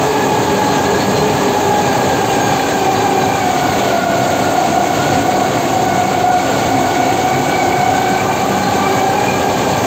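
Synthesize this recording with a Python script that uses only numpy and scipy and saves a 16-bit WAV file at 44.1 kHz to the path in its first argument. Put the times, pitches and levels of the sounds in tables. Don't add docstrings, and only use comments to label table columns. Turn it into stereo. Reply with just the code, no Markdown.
import sys
import numpy as np
from scipy import signal
from scipy.io import wavfile
from scipy.ndimage import uniform_filter1d

SR = 44100
rng = np.random.default_rng(int(sys.argv[2]) if len(sys.argv) > 2 else 0)


def bounce(signal):
    frames = np.transpose(np.atleast_2d(signal))
    limited = np.clip(frames, -1, 1)
    pcm = np.round(limited * 32767).astype(np.int16)
    wavfile.write(sys.argv[1], SR, pcm)


N = 434826


def gain_of(db):
    return 10 ** (np.asarray(db) / 20)


def evened(x):
    return x / np.sqrt(np.mean(abs(x) ** 2) + 1e-20)


def read(points, hz):
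    f, value = np.transpose(points)
    return np.interp(np.log(hz + 1), np.log(f + 1), value)


def played(rows, t):
    s, *columns = np.transpose(rows)
    return [np.interp(t, s, column) for column in columns]


def drift(hz):
    hold = 64
    steps = N // hold + 2
    z = rng.standard_normal(steps) + 1j * rng.standard_normal(steps)
    z = evened(signal.lfilter([1], [1, -np.exp(-2 * np.pi * hz * hold / SR)], z))
    return np.repeat(z, hold)[:N]


def wander(hz, smooth):
    return evened(uniform_filter1d(drift(hz).real, smooth))


def tone(turns, rough, hz, apart=.3):
    rough = np.clip(rough, 0, 1)
    spin = np.sqrt(2) * np.exp(2j * np.pi * turns)
    shared = ((np.sqrt(1 - rough) + np.sqrt(rough) * drift(hz)) * spin).real
    return shared + [[apart], [-apart]] * (drift(hz) * spin).real


# (t/s, turns per s)
SHAFT = [(0.0, 37.43), (0.35, 36.8), (0.8, 36.8), (1.2, 37.0), (2.0, 35.7), (2.6, 35.4), (2.9, 34.7),
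         (3.32, 34.65), (3.45, 33.3), (3.6, 32.2), (3.8, 31.8), (3.9, 31.15), (4.3, 30.75), (4.5, 31.35),
         (4.7, 31.45), (5.0, 31.15), (5.6, 31.48), (7.08, 31.75), (7.25, 32.3), (7.6, 32.75), (8.0, 32.84),
         (8.12, 33.5), (8.45, 34.1), (8.7, 34.5), (8.92, 34.35), (9.1, 35.15), (9.5, 34.9), (9.86, 35.24)]
WHINE_ORDERS = 11, 11.5, 21, 22, 23, 24, 25
WHINE_DB = -34.5, -39, -39.5, -33, -32, -33.5, -38
# (f/Hz, width/Hz, lift/dB)
HOUSING = [(437, 69, 7.5), (743, 51, 8.5), (830, 8.6, -1.5)]
# (t/s at the top, rise and fall time/s, order, level/dB)
SWELLS = [(0.26, 0.2, 11, -35), (0.52, 0.14, 11, -27), (0.91, .08, 11, -24), (.18, .1, 23, -28),
          (0.37, 0.12, 23, -25), (0.614, 0.18, 23, -23), (.1, .15, 11.5, -26), (.4, .15, 11.5, -28),
          (1.22, 0.2, 11.5, -25), (1.28, 0.2, 23, -26), (1.51, 0.18, 11, -27), (1.68, 0.3, 23, -24.5),
          (1.7, 0.064, 11, -21), (2.634, .15, 22, -32), (2.632, .12, 23, -26), (2.868, 0.091, 11, -22),
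          (3.1, 0.14, 23, -26), (3.752, 0.12, 23, -28), (4.12, 0.16, 22, -16), (3.92, .2, 22, -17),
          (4.32, .12, 22, -25), (2.91, .22, 22, -23), (3.17, 0.21, 11, -25.5), (3.45, .15, 22, -27),
          (4.65, 0.21, 23, -17.5), (4.65, 0.36, 24, -24), (5.27, 0.33, 24, -22), (5.95, 0.27, 23, -23),
          (5.85, 0.28, 24, -24), (6.298, 0.18, 23, -14.5), (6.75, 0.081, 23, -32), (7.1, 0.24, 23, -22),
          (7.832, 0.18, 22, -19.5), (7.95, 0.15, 23, -21), (8.13, .09, 23, -24), (8.45, 0.15, 23, -25),
          (8.68, .1, 23, -25), (8.62, .12, 24, -27), (8.08, .1, 25, -29), (6.8, .15, 24, -28),
          (6.9, 0.092, 22, -25), (7.7, 0.15, 11, -29), (8.18, 0.36, 11, -28), (5.6, 0.2, 22, -27),
          (4.8, .12, 22, -29), (6.3, 0.13, 24, -30), (8.877, 0.12, 11, -27), (9.1, 0.12, 22, -21),
          (8.9, .1, 22, -25), (9.4, .15, 22, -27), (9.18, .12, 24, -28), (9.248, 0.094, 11, -34),
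          (9.67, 0.13, 11.5, -29)]
# (t/s at the lowest, fall and rise time/s, change/dB)
DIPS = [(4.05, .3, -4), (5.07, .08, -5), (5.7, .06, -2.5), (6.55, 0.09, -3), (7.47, 0.09, -2),
        (8.25, 0.12, -2)]
LOADED_TURNS_PER_S = 31.3
WAVER_TURNS_PER_S = .045
ROUGH_LOADED, ROUGH_PER_TURN = .32, .012
FADING_DB, FADING_PER_S = 1.5, 5


def drive(t):
    speed = played(SHAFT, t)[0] + WAVER_TURNS_PER_S * wander(3, 3000)
    turns = np.cumsum(speed) / SR
    rough = ROUGH_LOADED + ROUGH_PER_TURN * (speed - LOADED_TURNS_PER_S)
    dip_db = sum(db * np.exp(-((t - s) / length) ** 2) for s, length, db in DIPS)
    out = 0
    for k, db in zip(WHINE_ORDERS, WHINE_DB):
        lift_db = sum(top_db * np.exp(-.5 * ((k * speed - hz) / width) ** 2) for hz, width, top_db in HOUSING)
        size = gain_of(db + lift_db)
        for s, length, order, swell_db in SWELLS:
            if abs(order - k) < .25:
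                part = slice(max(round((s - length) * SR), 0), round((s + length) * SR))
                size[part] += gain_of(swell_db) * np.cos(np.pi / 2 * (t[part] - s) / length) ** 2
        size *= gain_of(dip_db + FADING_DB * wander(FADING_PER_S, 2000))
        out = out + size * tone(k * turns, rough, 6)
    return out


def gear_chatter(t):
    mesh_hz = 23 * played(SHAFT, t)[0]
    return gain_of(-23.0) * tone(np.cumsum(mesh_hz) / SR, 0.84, 56)


WANDER_HZ = 17
CHATTER_DB, CHATTER_PER_S = 1.58, 4.6


def cluster(t, centre_hz, level_db, first, count, width_hz, rough):
    speed = played(SHAFT, t)[0]
    turns = np.cumsum(speed) / SR
    strays = WANDER_HZ * wander(4, 2500)
    out, power = 0, 1e-9
    for k in range(first, first + count):
        hump = np.exp(-.5 * ((k * speed - centre_hz - strays) / width_hz) ** 2)
        out = out + hump * tone(k * turns, rough, 6, apart=.5)
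        power = power + hump ** 2
    bursts = wander(CHATTER_PER_S, 1500)
    return gain_of(level_db + CHATTER_DB * bursts) * out / np.sqrt(power)


# (t/s, f/Hz)
HIGH_HUMP = [(0, 2480), (2.0, 2410), (3.2, 2390), (3.5, 2280), (3.9, 2170), (4.6, 2230), (5.6, 2190),
             (6.5, 2234), (7.6, 2234), (8.0, 2260), (8.3, 2350), (9.0, 2315), (9.3, 2360), (9.86, 2360)]
# (t/s, middle level/dB, low level/dB, high level/dB)
CLUSTER_LEVEL = [(0, -33, -30, -35), (.65, -31, -27.5, -38), (1.1, -34, -31, -40), (1.4, -34, -31, -42),
                 (2.2, -33.5, -29, -34), (2.9, -31.5, -30, -34), (3.4, -32.5, -31.5, -29.5),
                 (4.1, -33, -27.5, -36), (5.0, -34.5, -29, -33.5), (5.6, -33.5, -31.5, -36),
                 (6.3, -35, -32, -33.5), (6.6, -31, -27.5, -34), (7.1, -35, -30.5, -31),
                 (7.6, -33.5, -28.5, -27.5), (8.2, -29.5, -29, -28), (8.4, -32.5, -29, -34),
                 (8.75, -29, -30.5, -34), (8.95, -26, -28, -26.5), (9.12, -35, -32, -35.5),
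                 (9.3, -28, -33, -26), (9.45, -31.5, -31, -35), (9.86, -31, -30, -35)]
MIDDLE_HZ = 1148
LOW_HZ, LOW_HZ_PER_TURN = 1446, 38.2


def clusters(t):
    spare = played(SHAFT, t)[0] - LOADED_TURNS_PER_S
    low_hz = LOW_HZ + LOW_HZ_PER_TURN * spare
    high_hz = played(HIGH_HUMP, t)[0]
    middle_db, low_db, high_db = played(CLUSTER_LEVEL, t)
    middle = cluster(t, MIDDLE_HZ, middle_db, first=31, count=7, width_hz=60, rough=0.79)
    low = cluster(t, low_hz, low_db, first=42, count=7, width_hz=46, rough=0.78)
    high = cluster(t, high_hz, high_db, first=62, count=14, width_hz=44, rough=0.82)
    return middle + low + high


# (t/s, level/dB)
DIESEL_LEVEL = [(0, -41), (.5, -24), (.75, -30.5), (1.0, -25), (1.5, -26.5), (2.0, -30.5), (3.0, -34),
                (4.2, -27), (4.7, -35.5), (6.0, -26.5), (6.9, -32.5), (7.6, -37), (8.7, -25.5), (9.0, -28),
                (9.86, -30.5)]
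DIESEL_HZ, HUNT_HZ = 194.3, .7


def diesel(t):
    firings_per_s = (DIESEL_HZ + HUNT_HZ * wander(1, 8000)) / 2
    firings = np.cumsum(firings_per_s) / SR
    orders = [(1, -13.0), (2, 1.0), (3, -9.0), (4, -12.5)]  # (multiple, level/dB)
    hum = sum(gain_of(db) * tone(k * firings, .55, 7) for k, db in orders)
    return firings, gain_of(played(DIESEL_LEVEL, t)[0]) * hum


# (f/Hz, level/dB)
DRONES = [(253, -37.5), (280, -37)]


def drones(t):
    return sum(gain_of(db) * tone(hz * t, .75, 6) for hz, db in DRONES)


# (f/Hz, likeness where 1 is the same)
SAME = [(60, 0.76), (130, 0.93), (290, 1), (640, 0.86), (1410, 0.017), (3100, 0.5), (6820, 0),
        (15000, -0.0)]
# (f/Hz, left minus right level/dB)
LEAN = [(60, 1.5), (180, 0), (550, 0.5), (1650, -2.5), (4970, -1), (15000, -4.5)]


def noise(spectrum, size, patchy_db, flicker_db):
    frames, hz = 4 * N // size + 5, np.fft.rfftfreq(size, 1 / SR)
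    a, b, c, d, patches = rng.standard_normal((frames, len(hz), 5)).T
    patches = evened(uniform_filter1d(uniform_filter1d(patches, 12, 0), 14, 1))
    flicker = evened(uniform_filter1d(rng.standard_normal(frames), 12))
    same = np.clip(read(SAME, hz), -1, 1)[:, None]
    left = a + 1j * b
    right = same * left + np.sqrt(1 - same ** 2) * (c + 1j * d)
    z = np.array([left, right])
    z *= gain_of(read(spectrum, hz)[:, None] + patchy_db * patches + flicker_db * flicker)
    z *= gain_of(np.multiply.outer([.5, -.5], read(LEAN, hz)))[:, :, None]
    return evened(signal.istft(z, nperseg=size, noverlap=3 * size // 4)[1][:, :N])


# (t/s, level/dB)
ROAR = [(0, -22.5), (1.15, -22.5), (1.6, -22), (2.4, -22), (3.3, -23), (3.9, -21.5), (4.04, -25.5),
        (4.25, -22.5), (4.9, -23), (5.0, -22), (5.12, -21.5), (5.3, -23), (6.15, -24), (6.35, -25.5),
        (6.55, -22.5), (6.85, -23), (7.5, -23), (7.62, -23.5), (8.0, -23.5), (8.6, -23.5), (8.9, -22),
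        (9.2, -23.5), (9.86, -22)]
# (f/Hz, relative level/dB per Hz)
RUMBLE = [(12, -69), (20, -47), (32, -30), (85, -11.5), (123, -2.5), (194, -10), (223, -9), (265, -1),
          (339, -7), (390, -5.5), (613, -6), (743, -5.5), (1020, -11.5), (1150, -15.5), (1300, -34),
          (1690, -55), (2860, -120)]
# (f/Hz, relative level/dB per Hz)
HISS = [(900, -24.5), (1250, -3.5), (1900, -5), (2900, -7.5), (4700, -8), (4850, -14.5), (6050, -14),
        (6200, -7.5), (7500, -9), (7750, -14), (8500, -16), (9500, -52)]
# (f/Hz, relative level/dB per Hz)
FIZZ = [(9000, -58), (11400, -3), (12900, -0.5), (13100, 0), (15500, 2)]
RUMBLE_OVER_DB, FIZZ_OVER_DB = 5.5, -10
LUMPS_DB, LUMPS_PER_S = 0.7, 14
KNOCK, FIZZ_KNOCK = .1, .2


def roar(t, firings):
    hiss_db = played(ROAR, t)[0]
    throb = 1 + .05 * np.cos(2 * np.pi * firings) + .06 * np.cos(4 * np.pi * firings)
    strengths = rng.standard_normal(int(firings[-1]) + 2)
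    uneven = strengths[firings.astype(int)] * np.exp(-(firings % 1) / .35)
    throb = throb + KNOCK * uneven
    lumps = gain_of(LUMPS_DB * wander(LUMPS_PER_S, 300))
    rumble = gain_of(hiss_db + RUMBLE_OVER_DB) * noise(RUMBLE, size=2048, patchy_db=1.0, flicker_db=.3)
    hiss = gain_of(hiss_db) * throb * noise(HISS, size=512, patchy_db=1.1, flicker_db=0.35)
    fizz = noise(FIZZ, size=256, patchy_db=1.3, flicker_db=-0.2)
    fizz = gain_of(hiss_db + FIZZ_OVER_DB) * (1 + FIZZ_KNOCK * uneven) * fizz
    return fizz + lumps * (rumble + hiss)


# (t/s at the closest, rise and fall time/s, f/Hz at the closest, level/dB)
PASSING = [(0.44, 0.5, 288.2, -26.5), (1.25, 0.16, 150, -24), (5.09, 0.73, 300.2, -31),
           (6.759, 0.53, 264.2, -24), (7.333, 0.19, 252, -27.5), (7.729, 0.99, 135.6, -30.5),
           (8.65, 0.28, 204.7, -30), (9.684, 0.34, 105.3, -27)]


def road(t):
    out = 0
    for s, length, hz, db in PASSING:
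        u = (t - s) / length
        pitch = hz * (1 - .02 * np.tanh(2 * u))
        out = out + gain_of(db) * np.exp(-2 * u ** 2) * tone(np.cumsum(pitch) / SR, 0.67, 5.6)
    return out


# (f/Hz, level/dB, time to fade by 60 dB/s)
STEEL = [(2780, -3, .2), (2975, -3, .2), (3400, -2, .25), (3610, -4, .15), (3760, -4, .15), (3950, -2, .2),
         (4151, 0, .25), (4380, -2, .15), (4709, -2, .3), (6541, 0, .4), (6810, -1, .45), (7305, -2, .3),
         (7540, -3, .2)]
# (t/s, level/dB of the favoured mode, f/Hz of that mode)
CHINKS = [(.66, -25, 4151), (.85, -26, 4151), (.91, -29, 4380), (1.0, -24, 4380), (1.089, -25, 6541),
          (1.139, -24, 4151), (2.3, -25, 6541), (2.401, -22, 6541), (2.49, -29, 4151), (2.32, -32, 3400),
          (2.52, -26, 3400), (2.74, -30, 3400), (1.12, -31, 4380), (1.63, -26, 3610), (1, -31, 3610),
          (.74, -33, 3760), (2.6, -28, 3400), (2.54, -29, 4151), (2.46, -29, 4380), (2.95, -26, 3950),
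          (3.08, -34, 3950), (3.2, -30, 3950), (.97, -28, 4151), (2.44, -32, 4709), (2.78, -29, 4709),
          (2.92, -28, 4709), (2.96, -24, 4709), (2.27, -27, 2780), (2.17, -28, 2975), (2.77, -28, 2975),
          (2.5, -31, 4709), (2.27, -29, 7540), (2.36, -29, 7540), (3.14, -29, 6541), (3.9, -28.5, 4151),
          (5.02, -33, 4151), (5.061, -25, 6810), (5.11, -28, 4380), (7.81, -28, 2975), (6.48, -28, 7305),
          (4.56, -28, 4380), (8.63, -27, 4151), (8.89, -27, 2975), (7.5, -30, 4151), (7.8, -28, 4151),
          (9.55, -37, 6541)]
BOUNCES, BOUNCE_S, BOUNCE_FADE_DB = 4, .08, 9
SPLIT = .012


def steel():
    t, out = np.arange(SR // 2) / SR, np.zeros((2, N))
    for hz, db, t60 in STEEL:
        taps_db = -42.5 + 2.2 * np.minimum(rng.exponential(1, N), 3)
        blows = gain_of(taps_db) * (rng.random(N) < 14 / SR)
        for s, blow_db, near_hz in CHINKS:
            after = np.append(0, np.sort(rng.random(BOUNCES))) * BOUNCE_S
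            other_db = 0 if hz == near_hz else 16
            size = gain_of(blow_db - db - other_db - BOUNCE_FADE_DB * after / BOUNCE_S)
            size *= size[0] / np.linalg.norm(size)
            blows[((s + after) * SR).astype(int)] += size * rng.choice([-1, 1], BOUNCES + 1)
        ring = gain_of(db - 60 * t / t60) * np.minimum(t / 0.006, 1) * np.exp(2j * np.pi * hz * t)
        ring *= 1 + .4 * np.exp(2j * np.pi * hz * rng.uniform(-SPLIT, SPLIT) * t)
        turn = np.array([[1], [1j]])
        out += (turn * signal.oaconvolve(blows, ring)[:N]).real
    return out


def scene():
    t = np.arange(N) / SR
    firings, hum = diesel(t)
    rig = drive(t) + gear_chatter(t) + clusters(t)
    return rig + hum + drones(t) + roar(t, firings) + road(t) + steel()


GAP_HZ, EDGE_HZ = (8600, 11520), 15650


def record(dry):
    dry = np.array([dry[0], np.roll(dry[1], 3)])
    dry = signal.sosfilt(signal.butter(3, 60, "high", fs=SR, output="sos"), dry)
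    power_db = 10 * np.log10(abs(uniform_filter1d((dry ** 2).mean(0), 500)) + 1e-12)
    over_db = uniform_filter1d(np.maximum(power_db + 13.5, 0), 700)
    trimmed = np.tanh(dry * gain_of(1.0 - 0.39 * over_db) / 1.135) * 1.132
    taps = signal.firwin(1023, [*GAP_HZ, EDGE_HZ], window=("kaiser", 8), fs=SR)
    return signal.oaconvolve(trimmed, taps[None], "same")


dry = scene()
out = record(dry)
bounce(out)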